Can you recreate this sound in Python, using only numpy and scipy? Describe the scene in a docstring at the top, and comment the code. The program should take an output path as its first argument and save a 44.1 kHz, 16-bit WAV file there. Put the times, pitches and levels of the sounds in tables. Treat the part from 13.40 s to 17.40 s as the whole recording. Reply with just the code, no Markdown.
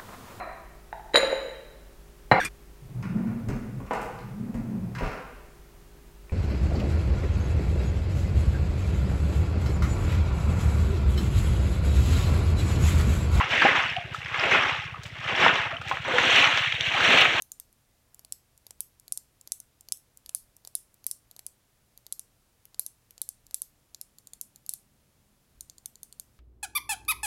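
"""Five splashes of muddy water, bailed out of a flooded field with metal bowls. Each throw is a sheet
that hisses as it tears in the air, plunges into the shallows and rains down as spray, bubbles and
slapping lumps; the last two are closer and brighter. Water drips, and the bowl gulps and spatters as
it scoops. Far off, a slow single-cylinder engine, probably a pump, thuds steadily in the open air."""
import sys
import numpy as np
from scipy import signal
from scipy.fft import rfft, irfft, next_fast_len
from scipy.io import wavfile
from scipy.ndimage import uniform_filter1d, minimum_filter1d, map_coordinates

SR = 44100
rng = np.random.default_rng(int(sys.argv[2]) if len(sys.argv) > 2 else 0)


def generate_wav(signal):
    """Clip the signal to [-1, 1] and save it as 16-bit WAV at the path in sys.argv[1]."""
    frames = np.transpose(np.atleast_2d(signal))
    scaled = np.clip(frames, -1, 1) * 32767
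    pcm = np.round(scaled).astype(np.int16)
    wavfile.write(sys.argv[1], SR, pcm)


N = 176400

# Fader moves, one list per throw. Each row: time in seconds, then spray, churn and plunge faders in dB.
THROW_FADERS = [
    [(0.0, -29.5, -25, -51), (0.09, -32.5, -38.5, -41), (0.14, -23.5, -29, -32), (0.205, -24.5, -41, -38.5),
     (0.26, -21, -20.5, -29.5), (0.33, -26, -29, -33.5), (0.41, -26.5, -27, -43), (0.55, -34.5, -44, -53.5),
     (0.69, -45.5, -54, -52.5)],
    [(0.78, -40.5, -44.5, -53), (0.85, -41, -48, -56), (0.95, -33, -33, -54), (1.04, -26, -28.5, -31.5),
     (1.1, -26.5, -34, -34.5), (1.15, -20, -27.5, -27), (1.21, -27, -25.5, -35), (1.32, -28.5, -31, -47),
     (1.46, -36.5, -45.5, -61), (1.58, -50.5, -48.5, -57)],
    [(1.71, -47, -57, -54), (1.84, -37, -38, -52), (1.91, -29, -30.5, -36.5), (1.96, -31.5, -35, -41.5),
     (2.03, -20, -21, -24), (2.09, -22.5, -24.5, -30.5), (2.13, -28, -29.5, -33),
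     (2.21, -26.5, -29.5, -44.5), (2.41, -49, -48, -57)],
    [(2.5, -35, -40, -45.5), (2.62, -42, -45.5, -56), (2.69, -33.5, -29, -37), (2.85, -22, -26.5, -32.5),
     (2.95, -18.5, -26.5, -33), (3.03, -17.5, -24.5, -32), (3.09, -23, -26, -41), (3.19, -24, -31, -46),
     (3.3, -30, -41.5, -56)],
    [(3.39, -33, -48, -46.5), (3.47, -28, -42, -45), (3.57, -27, -27.5, -40.5), (3.64, -21, -25.5, -33),
     (3.74, -17.5, -25, -25), (3.82, -19, -24, -32.5), (3.92, -26.5, -33.5, -37), (4.0, -23, -24.5, -36.5)],
]
# The brightness that closeness adds to spray and hiss. Each row: frequency in Hz, gain in dB.
CLOSE_EQ = [(1100, -3.5), (2700, 0.5), (4150, 4.5), (5000, -4.5), (6200, 3.5), (10000, 2)]
def throws(close_from_s=2.44, hiss_lead_s=0.017):
    """Thrown water tears, then lands; more water makes denser drops and bubbles."""
    t = np.arange(N) / SR
    times, *faders = np.transpose(np.vstack(THROW_FADERS))
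    spray_db, churn_db, plunge_db = [np.interp(t, times, fader) for fader in faders]
    hiss_db = 0.98 * np.interp(t + hiss_lead_s, t, spray_db)  # follows the spray, just ahead of it
    density = amp(0.6 * (spray_db - spray_db.max()))
    clumps_db = clumps()
    drops = patter(density, rate=1500, spread_db=1.5, wash=0.2)
    top = spray(density, drops) * amp(spray_db - 2 + clumps_db)
    body = churn(density) * amp(churn_db + clumps_db / 2)
    weight = plunge(density) * amp(plunge_db)
    top += hiss(density, drops) * amp(hiss_db - 12 + clumps_db / 2)
    close = np.clip((t - close_from_s) * 10, 0, 1)  # a 0.1 s crossfade
    return (1 - close) * top + close * colour(top, CLOSE_EQ) + body + weight


def clumps(per_second=42, depth_db=1.38):
    """Level swings in dB: each clump of water lands at once and fades."""
    hits = rng.exponential(size=N) * (rng.random(N) < per_second / SR)
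    energy = signal.lfilter([1], [1, -np.exp(-1 / (0.0088 * SR))], hits)
    swell = np.sqrt(np.abs(energy))
    return depth_db * unit(swell - swell.mean())


# The upper-mid presence of falling drops. Each row: frequency in Hz, gain in dB.
SPRAY_EQ = [(300, -48.5), (1000, -23), (1600, 1.5), (2200, 3), (2900, 1), (3500, -13), (4100, -26),
            (12000, -110)]
def spray(density, drops):
    """Drops rain onto the surface and small bubbles tinkle."""
    tinkle = bubbles(density, rate=410, centre_hz=2441, octaves=0.305, ring=41.8, rise=0.295, spread_db=2.5)
    return unit(colour(drops, SPRAY_EQ)) + amp(-3) * muffle(tinkle)


# The midrange body of stirred water. Each row: frequency in Hz, gain in dB.
CHURN_EQ = [(250, -27), (650, -2.5), (850, 0), (1400, 3.5), (2000, 2.5), (12000, -105)]
def churn(density):
    """Stirred water sloshes and gurgles with mid-sized bubbles."""
    gurgle = bubbles(density, rate=300, centre_hz=1216, octaves=0.343, ring=25, rise=0.11, spread_db=0.5)
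    slosh = patter(density, rate=1000, spread_db=5, wash=0.28)
    return muffle(gurgle + unit(colour(slosh, CHURN_EQ)))


# The low weight of the landing. Each row: frequency in Hz, gain in dB.
PLUNGE_EQ = [(60, -35.5), (170, -6), (350, -8.5), (700, 1), (1100, -17.5), (12000, -110)]
def plunge(density):
    """Heavy water drives into the shallows and large cavities ring."""
    cavities = bubbles(density, rate=220, centre_hz=472, octaves=0.542, ring=12, rise=0.098, spread_db=3.5)
    impacts = patter(density, rate=700, spread_db=2, wash=0.63)
    return muffle(0.89 * cavities + unit(colour(impacts, PLUNGE_EQ)))


# The sizzle on top of a throw; the lift near 15 kHz is the recorder's thin, high edge.
# Each row: frequency in Hz, gain in dB.
HISS_EQ = [(1800, -14), (3300, 14), (4000, 6), (4800, -2), (5600, 0), (6500, -6.5), (7900, -11.5),
           (9300, -23.5), (13500, -30), (15200, -23.5)]
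def hiss(density, drops):
    """The sheet tears into mist, with a fizz of tiny bubbles."""
    mist = patter(density, rate=4000, spread_db=4, wash=0.28)
    fizz = bubbles(density, rate=300, centre_hz=6030, octaves=0.255, ring=46, rise=0.1, spread_db=7)
    return unit(colour(mist + 0.1 * drops + 0.28 * fizz, HISS_EQ))


# Wet smacks. Each row: start in seconds, peak before EQ in dB, tone in Hz, 60 dB decay in seconds.
SLAP_HITS = [(.109, -22, 2020, .1), (.219, -7.5, 1440, 0.073), (.249, -12.5, 365, 0.065),
             (0.259, -15, 1500, 0.075), (0.287, -12.5, 1500, 0.1), (.86, -21, 1770, 0.037),
             (.943, -18, 1410, 0.051), (0.991, -19.5, 1950, 0.18), (1.112, -7.5, 1750, 0.18),
             (1.148, -13, 1180, 0.13), (1.256, -27, 1740, 0.033), (1.295, -19, 2020, 0.076),
             (1.655, -28, 1920, 0.057), (1.879, -18.5, 1980, 0.16), (1.974, -16, 1810, 0.17),
             (2.092, -9, 1300, 0.057), (2.156, -14, 2560, .04), (2.31, -23.5, 1490, 0.13),
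             (2.414, -26, 1280, 0.04), (2.512, -17.5, 1240, 0.052), (2.571, -18, 1610, 0.019),
             (2.649, -24, 1680, 0.14), (2.783, -8, 1650, 0.044), (2.943, -9, 2600, 0.065),
             (3.042, -5.5, 2200, 0.034), (3.174, -6, 2360, .03), (3.322, -11.5, 2420, 0.034),
             (3.814, -5, 2520, .06), (3.853, -7.5, 1680, 0.018)]
def slaps():
    """Each lump of mud and water lands with a sudden, broad burst that dies at once."""
    out, t = np.zeros(N), np.arange(SR // 8) / SR
    for start, db, hz, t60 in SLAP_HITS:
        band = signal.butter(1, [hz / 1.14, min(hz * 1.4, SR / 3)], 'band', fs=SR)
        noise = signal.lfilter(*band, rng.standard_normal(len(t)))
        add(out, start, at_peak(amp(-60 * t / t60) * noise, db))
    return colour(out, [(80, 5.5), (250, 6.5), (3300, 0.5), (4700, -14.5), (6200, -12), (14000, -54)])


# Plinks. Each row: start in seconds, peak in dB, starting pitch in Hz, 60 dB decay in seconds.
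DRIP_NOTES = [(.009, -13, 995, 0.04), (.251, -11.5, 787, 0.088), (.566, -14.5, 2700, 0.0036),
              (0.746, -20, 1290, 0.019), (0.997, -22, 4940, 0.0038), (1.544, -28.5, 1165, 0.036),
              (2.063, -7.5, 922, 0.024), (2.368, -25.5, 2960, .02), (2.513, -17, 1027, 0.053),
              (3.409, -10.5, 3250, 0.0032), (3.409, -27, 5900, 0.007)]
def drips(rise=0.17, attack_s=0.00058):
    """A drip or pocket of air rings as one bubble, rising a little in pitch."""
    out, t = np.zeros(N), np.arange(SR // 10) / SR
    for start, db, hz, t60 in DRIP_NOTES:
        pitch = hz * (1 + rise * np.minimum(t / t60, 1))
        envelope = amp(-60 * t / t60) * (1 - np.exp(-t / attack_s))
        add(out, start, at_peak(envelope * sine(pitch), db))
    return out


# Hollow scoops. Each row: start in seconds, level in dB, pitch in Hz, 60 dB decay in seconds,
# glide in octaves per second.
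GULP_NOTES = [(.561, -25, 756, 0.17, -1.5), (2.326, -30, 630, 0.17, 3.5), (2.522, -25.5, 788, 0.097, -1),
              (2.68, -26, 525, .14, -1), (2.735, -21, 487.5, 0.25, -0.5)]
def gulps(attack_s=0.00093):
    """An air pocket under the bowl rings unsteadily and glides as it changes size."""
    out, t = np.zeros(N), np.arange(SR // 4) / SR
    for start, db, hz, t60, glide in GULP_NOTES:
        pitch = hz * 2 ** (glide * t + 0.047 * wobble(250)[:len(t)])
        flutter_db = 3.5 * wobble(190)[:len(t)]
        envelope = amp(db - 60 * t / t60 + flutter_db) * (1 - np.exp(-t / attack_s))
        add(out, start, envelope * sine(pitch))
    return out


# Flicks of water off the rim. Each row: start in seconds, level in dB, 60 dB decay in seconds.
SPATTER_CUES = [(.735, -48.5, 0.44), (1.633, -37.5, 0.057), (1.658, -45, 0.15), (2.414, -42, 0.036),
                (2.478, -45, 0.38)]
# Their thin, bright tone. 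Each row: frequency in Hz, gain in dB.
SPATTER_EQ = [(1500, -33), (3500, 7), (7500, 0), (10000, -14.5)]
def spatters(attack_s=0.002):
    """A quick fan of tiny droplets leaves the rim as the bowl cuts in and lifts."""
    envelope, t = np.zeros(N), np.arange(SR // 4) / SR
    for start, db, t60 in SPATTER_CUES:
        add(envelope, start, amp(db - 60 * t / t60) * (1 - np.exp(-t / attack_s)))
    droplets = patter(np.ones(N), rate=2000, spread_db=6, wash=0.43)
    return envelope * unit(colour(droplets, SPATTER_EQ))


def bank_echo(water, t60=0.051, build_s=0.014):
    """The banks and wet ground scatter back a short, faint tail."""
    t = np.arange(SR // 4) / SR
    tail = rng.standard_normal(len(t)) * amp(-60 * t / t60) * (1 - np.exp(-t / build_s))
    return amp(-15.5) * signal.fftconvolve(water, tail / np.linalg.norm(tail))[:N]


def engine(firing_hz=14.854, first_s=0.0472, thud_hz=118.2, sag_hz_per_s=3200, width_s=0.0046):
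    """One soft exhaust thud per firing, sagging in pitch; distance leaves only the bass."""
    cycles = (np.arange(N) / SR - first_s) * firing_hz
    firing = np.round(cycles).astype(int)
    t = (cycles - firing) / firing_hz  # seconds from the middle of the nearest thud
    level = amp(-32.5 + rng.standard_normal(firing.max() + 2))[firing]
    envelope = level * np.exp(-0.5 * (t / width_s) ** 2)
    return -envelope * np.cos(2 * np.pi * (thud_hz - sag_hz_per_s * t / 2) * t)


# The outdoor bed: low rumble and faint hiss. Each row: frequency in Hz, gain in dB.
AIR_EQ = [(20, -46), (70, 3), (150, -0.5), (300, -25), (3000, -12.5), (5000, -27), (14000, -43)]
def open_air():
    """Steady, quiet noise over the field."""
    return amp(-51.5) * unit(colour(rng.standard_normal(N), AIR_EQ))


def scatter(density, rate, spread_db):
    """Sample positions and sizes of drops, rate a second on average; sparse ones count for more."""
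    total = np.cumsum(density / density.mean())
    when, how_big = rng.random((int(rate * N / SR), 2)).T
    at = np.minimum(np.searchsorted(total, when * total[-1]), N - 1)
    size_db = spread_db * np.minimum(-np.log(1 - how_big), np.pi)
    return at, amp(size_db) / np.sqrt(density[at])


def patter(density, rate, spread_db, wash):
    """Sharp impacts over a wash of tiny ones; the wash thins first, so lulls are single drops."""
    at, size = scatter(density, rate, spread_db)
    impacts = np.bincount(at, size * rng.choice([-1, 1], len(at)), N)
    return unit(impacts) + wash * density ** 0.35 * rng.standard_normal(N)


def bubbles(density, rate, centre_hz, octaves, ring, rise, spread_db):
    """A cloud of bubbles, each a damped, rising tone; ring scales how many cycles they last."""
    at, size = scatter(density, rate, spread_db)
    hz = np.minimum(centre_hz * 2 ** (octaves * rng.standard_normal((len(at), 1))), SR / 4)
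    samples = np.arange(SR // 30)
    cycles = hz * samples / SR
    age = np.minimum(cycles / (ring * rng.uniform(0.81, 2.93, hz.shape)), 2)  # 1 at 60 dB down
    level = size[:, None] * np.sqrt(np.minimum(hz / centre_hz, 1))
    envelope = level * amp(-60 * age) * (1 - np.exp(-2 * cycles))
    tones = envelope * np.sin(2 * np.pi * cycles * (1 + rise * age / 2))
    return unit(np.bincount((at[:, None] + samples).ravel(), tones.ravel(), N)[:N])


def colour(x, points):
    """Causal EQ through (Hz, dB) points."""
    m = 2 * next_fast_len(N // 2 + SR // 4)
    hz, db = np.transpose(points)
    curve_db = np.interp(np.log(np.fft.rfftfreq(m, 1 / SR) + 1), np.log(hz), db)
    cepstrum = irfft(np.log(amp(curve_db)))
    cepstrum[1:m // 2] *= 2  # minimum phase: nothing rings ahead of a hit
    cepstrum[m // 2 + 1:] = 0
    return irfft(rfft(x, m) * np.exp(rfft(cepstrum)), m)[:N]


def muffle(x):
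    """Cut the treble steeply and scale to rms 1."""
    return unit(signal.sosfilt(signal.butter(8, 3700, fs=SR, output='sos'), x))


def wobble(rate):
    """A smooth random curve, rate knots a second."""
    return map_coordinates(rng.standard_normal(int(N * rate / SR) + 4), [np.arange(N) * rate / SR])


def sine(hz):
    """A tone that follows a pitch curve."""
    return np.sin(2 * np.pi * np.cumsum(hz) / SR)


def amp(db):
    """Decibels to gain."""
    return 10 ** (np.asarray(db) / 20)


def unit(x):
    """Scale to rms 1."""
    return x / np.sqrt(np.mean(x ** 2) + 1e-20)


def at_peak(sound, db):
    """Scale to a peak level."""
    return amp(db) * sound / np.abs(sound).max()


def add(track, start_s, sound):
    """Mix a sound into a track."""
    i = max(0, round(start_s * SR))
    track[i:i + len(sound)] += sound[:max(0, N - i)]


def scene():
    """Water up front, its faint echo, the far engine and open air, in mono."""
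    water = throws() + spatters() + slaps() + drips() + gulps()
    return (water + bank_echo(water) + engine() + open_air())[None]


def record(dry, ceiling=0.57, hold_s=0.003, low_cut_hz=42, top_hz=15650):
    """A quick limiter holds down the peaks; a gentle high-pass trims the deepest bass, and the recorder's cut-
    off ends the treble."""
    hold = round(hold_s * SR)
    gain = ceiling / np.maximum(np.abs(dry), ceiling)
    limited = dry * uniform_filter1d(minimum_filter1d(gain, hold), hold)
    trimmed = signal.sosfilt(signal.butter(3, low_cut_hz, 'high', fs=SR, output='sos'), limited)
    m = next_fast_len(N + SR // 2)
    passband = np.fft.rfftfreq(m, 1 / SR) < top_hz
    return irfft(rfft(trimmed, m) * passband, m)[..., :N]


dry = scene()
out = record(dry)
generate_wav(out)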